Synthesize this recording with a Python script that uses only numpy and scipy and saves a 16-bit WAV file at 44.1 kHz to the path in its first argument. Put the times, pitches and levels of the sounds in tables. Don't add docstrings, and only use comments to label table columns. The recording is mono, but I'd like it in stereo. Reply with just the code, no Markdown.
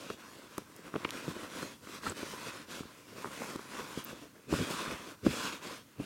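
import sys
import numpy as np
from scipy import signal
from scipy.fft import rfft, irfft, next_fast_len
from scipy.io import wavfile
from scipy.ndimage import uniform_filter1d, map_coordinates

SR = 44100
rng = np.random.default_rng(int(sys.argv[2]) if len(sys.argv) > 2 else 0)


def generate_wav(sig):
    pcm = np.round(np.clip(np.atleast_2d(sig).T, -1, 1) * 32767).astype(np.int16)
    wavfile.write(sys.argv[1], SR, pcm)


N = 267025
TIME = np.arange(N) / SR


def gain(db):
    return 10 ** (np.asarray(db) / 20)


def unit(x):
    return x / np.sqrt(np.mean(x ** 2))


def colour(x, tone):
    hz, db = np.transpose(tone)
    size = next_fast_len(N + 8192) // 2 * 2
    freqs = np.maximum(np.fft.rfftfreq(size, 1 / SR), 1)
    curve_db = np.interp(np.log(freqs), np.log(hz), db)
    cepstrum = irfft(np.log(gain(curve_db)))
    cepstrum[1:size // 2] *= 2
    cepstrum[size // 2 + 1:] = 0
    return unit(irfft(rfft(x, size) * np.exp(rfft(cepstrum)))[:N])


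def lowpass(x, hz):
    return signal.sosfilt(signal.butter(1, hz, fs=SR, output="sos"), x)


def wander(rate):
    hold = int(SR / rate)
    steps = np.repeat(rng.standard_normal(N // hold + 1), hold)
    return unit(uniform_filter1d(steps, hold)[:N])


def add(track, s, sound):
    start = int(s * SR)
    track[start:start + len(sound)] += sound[:max(N - start, 0)]


def slips(per_s, scatter_db):
    happens = rng.random(N) < per_s / SR
    return happens * rng.choice([-1, 1], N) * gain(scatter_db * np.minimum(rng.standard_normal(N), 2))


def refold(x, depth_db, patch_hz=170, patch_s=0.08):
    hz, s, spectra = signal.stft(x, SR, nperseg=512)
    shapes = rng.standard_normal((200, 200))
    grid = np.meshgrid(hz / patch_hz, s / patch_s, indexing="ij")
    patches = map_coordinates(shapes, grid, order=3, mode="wrap")
    return unit(signal.istft(spectra * gain(depth_db * patches), SR)[1][:N])


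# f/Hz, level/dB
FLEECE_TONE = [(700, -21), (1550, -2), (2050, -5), (2560, 2), (3100, -2), (3450, 0), (4100, -3.5),
               (4700, -3.5), (5300, -4.5), (7500, -7.5), (10000, -11), (13000, -17), (16000, -22)]
# t/s, level/dB
FLEECE_TREBLE = [(0, -5), (.3, 3.5), (1.0, -1), (2.3, 4), (2.6, -0.5), (3.3, 4), (4.6, -2), (5.37, -2),
                 (5.52, -4.5), (5.8, -1)]


def fleece_hiss():
    hiss = refold(colour(slips(per_s=16000, scatter_db=4.5), FLEECE_TONE), depth_db=2.5)
    treble = hiss - lowpass(hiss, hz=5000)
    treble_db = np.interp(TIME, *np.transpose(FLEECE_TREBLE))
    return hiss + treble * (gain(treble_db) - 1)


# f/Hz, level/dB
CREASE_TONE = [(400, -9), (760, -9), (1000, 3.5), (1200, 0.5), (1450, 1.5), (1800, -5), (2200, -5.5),
               (4000, -39)]


def crumpling():
    return refold(colour(slips(per_s=2500, scatter_db=1.5), CREASE_TONE), depth_db=2.07)


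# f/Hz, level/dB
SEAT_TONE = [(30, -36), (60, -16.5), (110, -8), (200, -0.5), (290, 2.5), (400, -2.5), (510, -1), (720, -9),
             (1200, -37)]


def seat_drumming():
    return colour(slips(per_s=700, scatter_db=3.5), SEAT_TONE)


# start t/s, length/s, sliding level/dB, rise from start to end/dB,
# crumpling above sliding/dB, pressing above sliding/dB
STROKES = [(-.03, 0.17, -51, -4, -5, 1), (0.187, 0.31, -60.5, -7, 3, 2.5), (0.508, 0.11, -59, 1, 1.5, 2.5),
           (0.653, 0.16, -66.5, 9, 4, 6), (0.827, 0.053, -59.5, 9, 5, 0.5),
           (0.928, 0.25, -54.5, 7, 3.5, 2.5), (1.137, .06, -49.5, 5.5, -0.5, 2),
           (1.236, 0.087, -49, 0.5, -0.5, 1.5), (1.355, .12, -52.5, -0.5, 3.5, 4),
           (1.499, .14, -49, 6, 1, 2.5), (1.662, 0.073, -54, -3, 0, -1.5), (1.83, 0.14, -54.5, 13, 0, -1),
           (2.035, 0.058, -47, 4.5, 4.5, 0), (2.166, 0.2, -50, 1.5, 0.5, 2.5),
           (2.376, 0.14, -50.5, 5.5, 2, -2.5), (2.539, 0.1, -53.5, -4, 1, -0.5),
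           (2.696, 0.11, -48.5, 1.5, -1.5, 0.5), (2.857, .21, -63, -7.5, 1, -0.5),
           (3.084, .075, -61.5, -2, 2, 5.5), (3.173, 0.13, -54.5, -2.5, 3.5, 5.5),
           (3.313, 0.096, -52, 1.5, 3, 3.5), (3.427, 0.13, -49.5, -6, 2.5, 4.5),
           (3.575, 0.17, -56.5, 0, 2.5, -2), (3.722, 0.086, -50, 5.5, 4.5, 2),
           (3.82, 0.2, -51.5, 5, 0.5, -3), (4.051, 0.067, -51.5, 4.5, -1, 3),
           (4.156, 0.13, -58.5, -6.5, 0, 2.5), (4.357, 0.017, -71.5, -13, 9, 16.5),
           (4.519, 0.17, -42, -3.5, -2.5, -1), (4.695, .15, -41.5, -1.5, -1.5, -0.5),
           (4.851, 0.12, -46.5, -4.5, 3, 1.5), (4.957, 0.17, -52.5, 1.5, 0, 3),
           (5.257, 0.23, -40.5, 4, -4.5, -5), (5.501, 0.072, -44, -5.5, -3, -3),
           (5.632, .15, -48, -4, -1.5, -0.5), (6.009, .08, -55, -8, -3, 6.5)]


def stroke_levels(attack_s=0.0069, release_s=0.011, rest_db=-67.5):
    clock = TIME[::64]
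    total = gain(rest_db) ** 2
    for start, length, db, rise_db, crumple_db, press_db in STROKES:
        t = clock - start
        fade_in = (1 + np.tanh(t / (2 * attack_s))) / 2
        fade_out = (1 + np.tanh((length - t) / (2 * release_s))) / 2
        progress = np.clip(t / length, 0, 1)
        power = fade_in * fade_out * gain(db + rise_db * (progress - 0.5)) ** 2
        total = total + np.outer(gain([0, crumple_db, press_db]) ** 2, power)
    return [np.interp(TIME, clock, 10 * np.log10(layer)) for layer in total]


def rubbing(firm_stroke_db=-53):
    sliding_db, crumpling_db, pressing_db = stroke_levels()
    drumming_db = firm_stroke_db + 0.9 * (pressing_db - firm_stroke_db)
    grip = wander(rate=55)
    return (fleece_hiss() * gain(sliding_db + 0.94 * grip)
            + crumpling() * gain(crumpling_db + 0.63 * grip)
            + seat_drumming() * gain(drumming_db + 2.0 * grip))


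# f/Hz, level/dB
OUTDOOR_TONE = [(20, -26), (45, -15), (100, 2), (150, 1), (310, 0.5), (700, -27), (1100, -28), (2500, -30),
                (6000, -20), (16000, -27.5)]


def open_air(level_db=-63):
    return colour(rng.standard_normal(N), OUTDOOR_TONE) * gain(level_db + 2.1 * wander(rate=5.04))


# multiple of the thud's pitch, level/dB, time to fade by 60 dB/s
SEAT_NOTES = [(.33, -24, 0.054), (0.661, -10.5, 0.035), (0.999, 4.5, 0.016), (1.55, -6, 0.02),
              (2.3, -11, 0.013)]
# t/s, thud level/dB, thud f/Hz, flick level/dB
SNAPS = [(0.101, -27.5, 413, -29.5), (0.5801, -28, 331, -29.5), (0.861, -41, 260, -48),
         (0.9397, -28, 364, -30.5), (0.954, -24.5, 396, -33), (0.96, -24.5, 334, -29),
         (1.0492, -26, 302, -24.5), (1.242, -44, 272, -55), (1.279, -25, 270, -38), (1.285, -29, 222, -50),
         (1.364, -34.5, 350, -42), (1.628, -29, 292, -38), (1.871, -40, 340, -38.5), (2.033, -50, 330, -36),
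         (2.064, -39, 372, -30), (2.073, -30, 252, -36), (2.12, -33.5, 328, -36.5),
         (2.229, -29.5, 340, -36.5), (2.335, -35.5, 410, -45), (2.806, -29.5, 263, -55),
         (2.832, -50, 370, -43.5), (2.854, -37.5, 252, -60), (3.244, -35, 412, -28.5),
         (3.256, -35, 353, -32), (3.272, -38, 270, -37), (3.417, -32, 480, -33), (3.557, -29, 296, -38),
         (3.592, -38, 392, -37), (3.794, -35.5, 420, -41), (3.974, -26, 273, -51), (4.129, -33, 293, -54),
         (4.525, -18.5, 335, -33), (4.537, -19, 266, -26), (4.878, -29.5, 240, -42), (5.264, -12, 316, -32),
         (5.304, -28, 228, -43), (5.999, -22.5, 216, -44)]


def snaps(flick_hz=1255, flick_s=0.0014, finger_db=-25.5, finger_push_s=0.0016, finger_lag_s=0.00073):
    out, t = np.zeros(N), np.arange(SR // 10) / SR
    fibres = colour(rng.standard_normal(N), CREASE_TONE)
    glide = np.cumsum(np.exp(0.22 * (1 - t / flick_s))) / SR
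    chirp = np.sin(2 * np.pi * flick_hz * glide)
    swell = (t / flick_s) ** 2 * np.exp(2 - 2 * t / flick_s)
    for s, thud_db, thud_hz, flick_db in SNAPS:
        weight = gain(0.25 * (thud_db - finger_db))
        age = np.maximum(t - finger_lag_s * weight, 0)
        detunes = 1 + 0.04 * rng.standard_normal(len(SEAT_NOTES))
        ring = sum(gain(db - 60 * age / fade_s) * np.sin(2 * np.pi * thud_hz * ratio * detune * age)
                   for (ratio, db, fade_s), detune in zip(SEAT_NOTES, detunes))
        thud = ring * (1 - np.exp(-(age / (finger_push_s * weight)) ** 2))
        scrape = 0.35 * np.roll(fibres, -int(s * SR))[:len(t)]
        flick = swell * (chirp + scrape)
        add(out, s, gain(thud_db) * thud / np.max(np.abs(thud)) + gain(flick_db) * flick)
    return out


# t/s, level/dB, centre f/Hz, width/Hz, scrape fade time/s
TICKS = [(.101, -32, 1800, 4000, 0.0047), (0.5806, -25, 7500, 12000, 0.0024),
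         (0.764, -34, 9000, 12000, .0015), (.9596, -33.5, 2450, 1000, 0.003),
         (1.0475, -24.5, 2510, 1000, 0.0045), (1.091, -30, 2570, 1500, .0015),
         (1.107, -21, 4600, 6450, .0004), (2.067, -26.5, 1300, 500, 0.0035),
         (2.097, -29.5, 7760, 1800, 0.0027), (2.12, -36, 6000, 9000, 0.0014),
         (3.561, -31.5, 5000, 7000, .001), (4.042, -30, 13800, 3500, .0004),
         (4.0475, -22.5, 15000, 4500, 0.00034)]


def ticks(crack=7.3):
    out, t = np.zeros(N), np.arange(SR // 25) / SR
    for s, db, hz, width_hz, fade_s in TICKS:
        contact = rng.standard_normal(len(t)) * np.exp(-t / fade_s) + crack * (t == 0)
        ring = signal.iirpeak(hz, hz / width_hz, fs=SR)
        tick = signal.lfilter(*ring, signal.lfilter(*ring, contact))
        add(out, s, gain(db) * tick / np.max(np.abs(tick)))
    return out


# f/Hz, level/dB
PUFF_TONE = [(25, -24), (50, -9), (90, 4), (170, -1.5), (280, 2), (450, -4), (900, -36), (3000, -53)]
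# t/s, level/dB, half length/s
LEANS = [(2.1, -38.5, 0.0087), (4.505, -42.5, 0.025), (4.607, -32, 0.027), (4.94, -43, 0.01),
         (5.265, -32.5, 0.025), (6.003, -43.5, 0.0094)]


def puffs(lag_s=0.01, half_length_s=0.021, db_per_octave=-8):
    after_thuds = [(s + lag_s, thud_db - 24.5 + db_per_octave * np.log2(thud_hz / 300), half_length_s)
                   for s, thud_db, thud_hz, _ in SNAPS]
    push = sum(gain(db) * np.exp(-((TIME - s) / half_s) ** 2) for s, db, half_s in after_thuds + LEANS)
    return push * colour(rng.standard_normal(N), PUFF_TONE)


def scene():
    sound = rubbing() + snaps() + puffs() + ticks() + open_air()
    return np.array([sound, sound])


def record(dry, hiss_db=-65, rumble_hz=42, top_hz=16200):
    left = 1.19 * lowpass(lowpass(dry[0], hz=340), hz=7500)
    right = 2 * dry[1] - left
    out = np.array([left, right]) + gain(hiss_db) * rng.standard_normal((2, N))
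    out = signal.sosfilt(signal.butter(2, rumble_hz, "high", fs=SR, output="sos"), out)
    return signal.sosfilt(signal.ellip(10, 0.2, 70, top_hz, fs=SR, output="sos"), out)


dry = scene()
out = record(dry)
generate_wav(out)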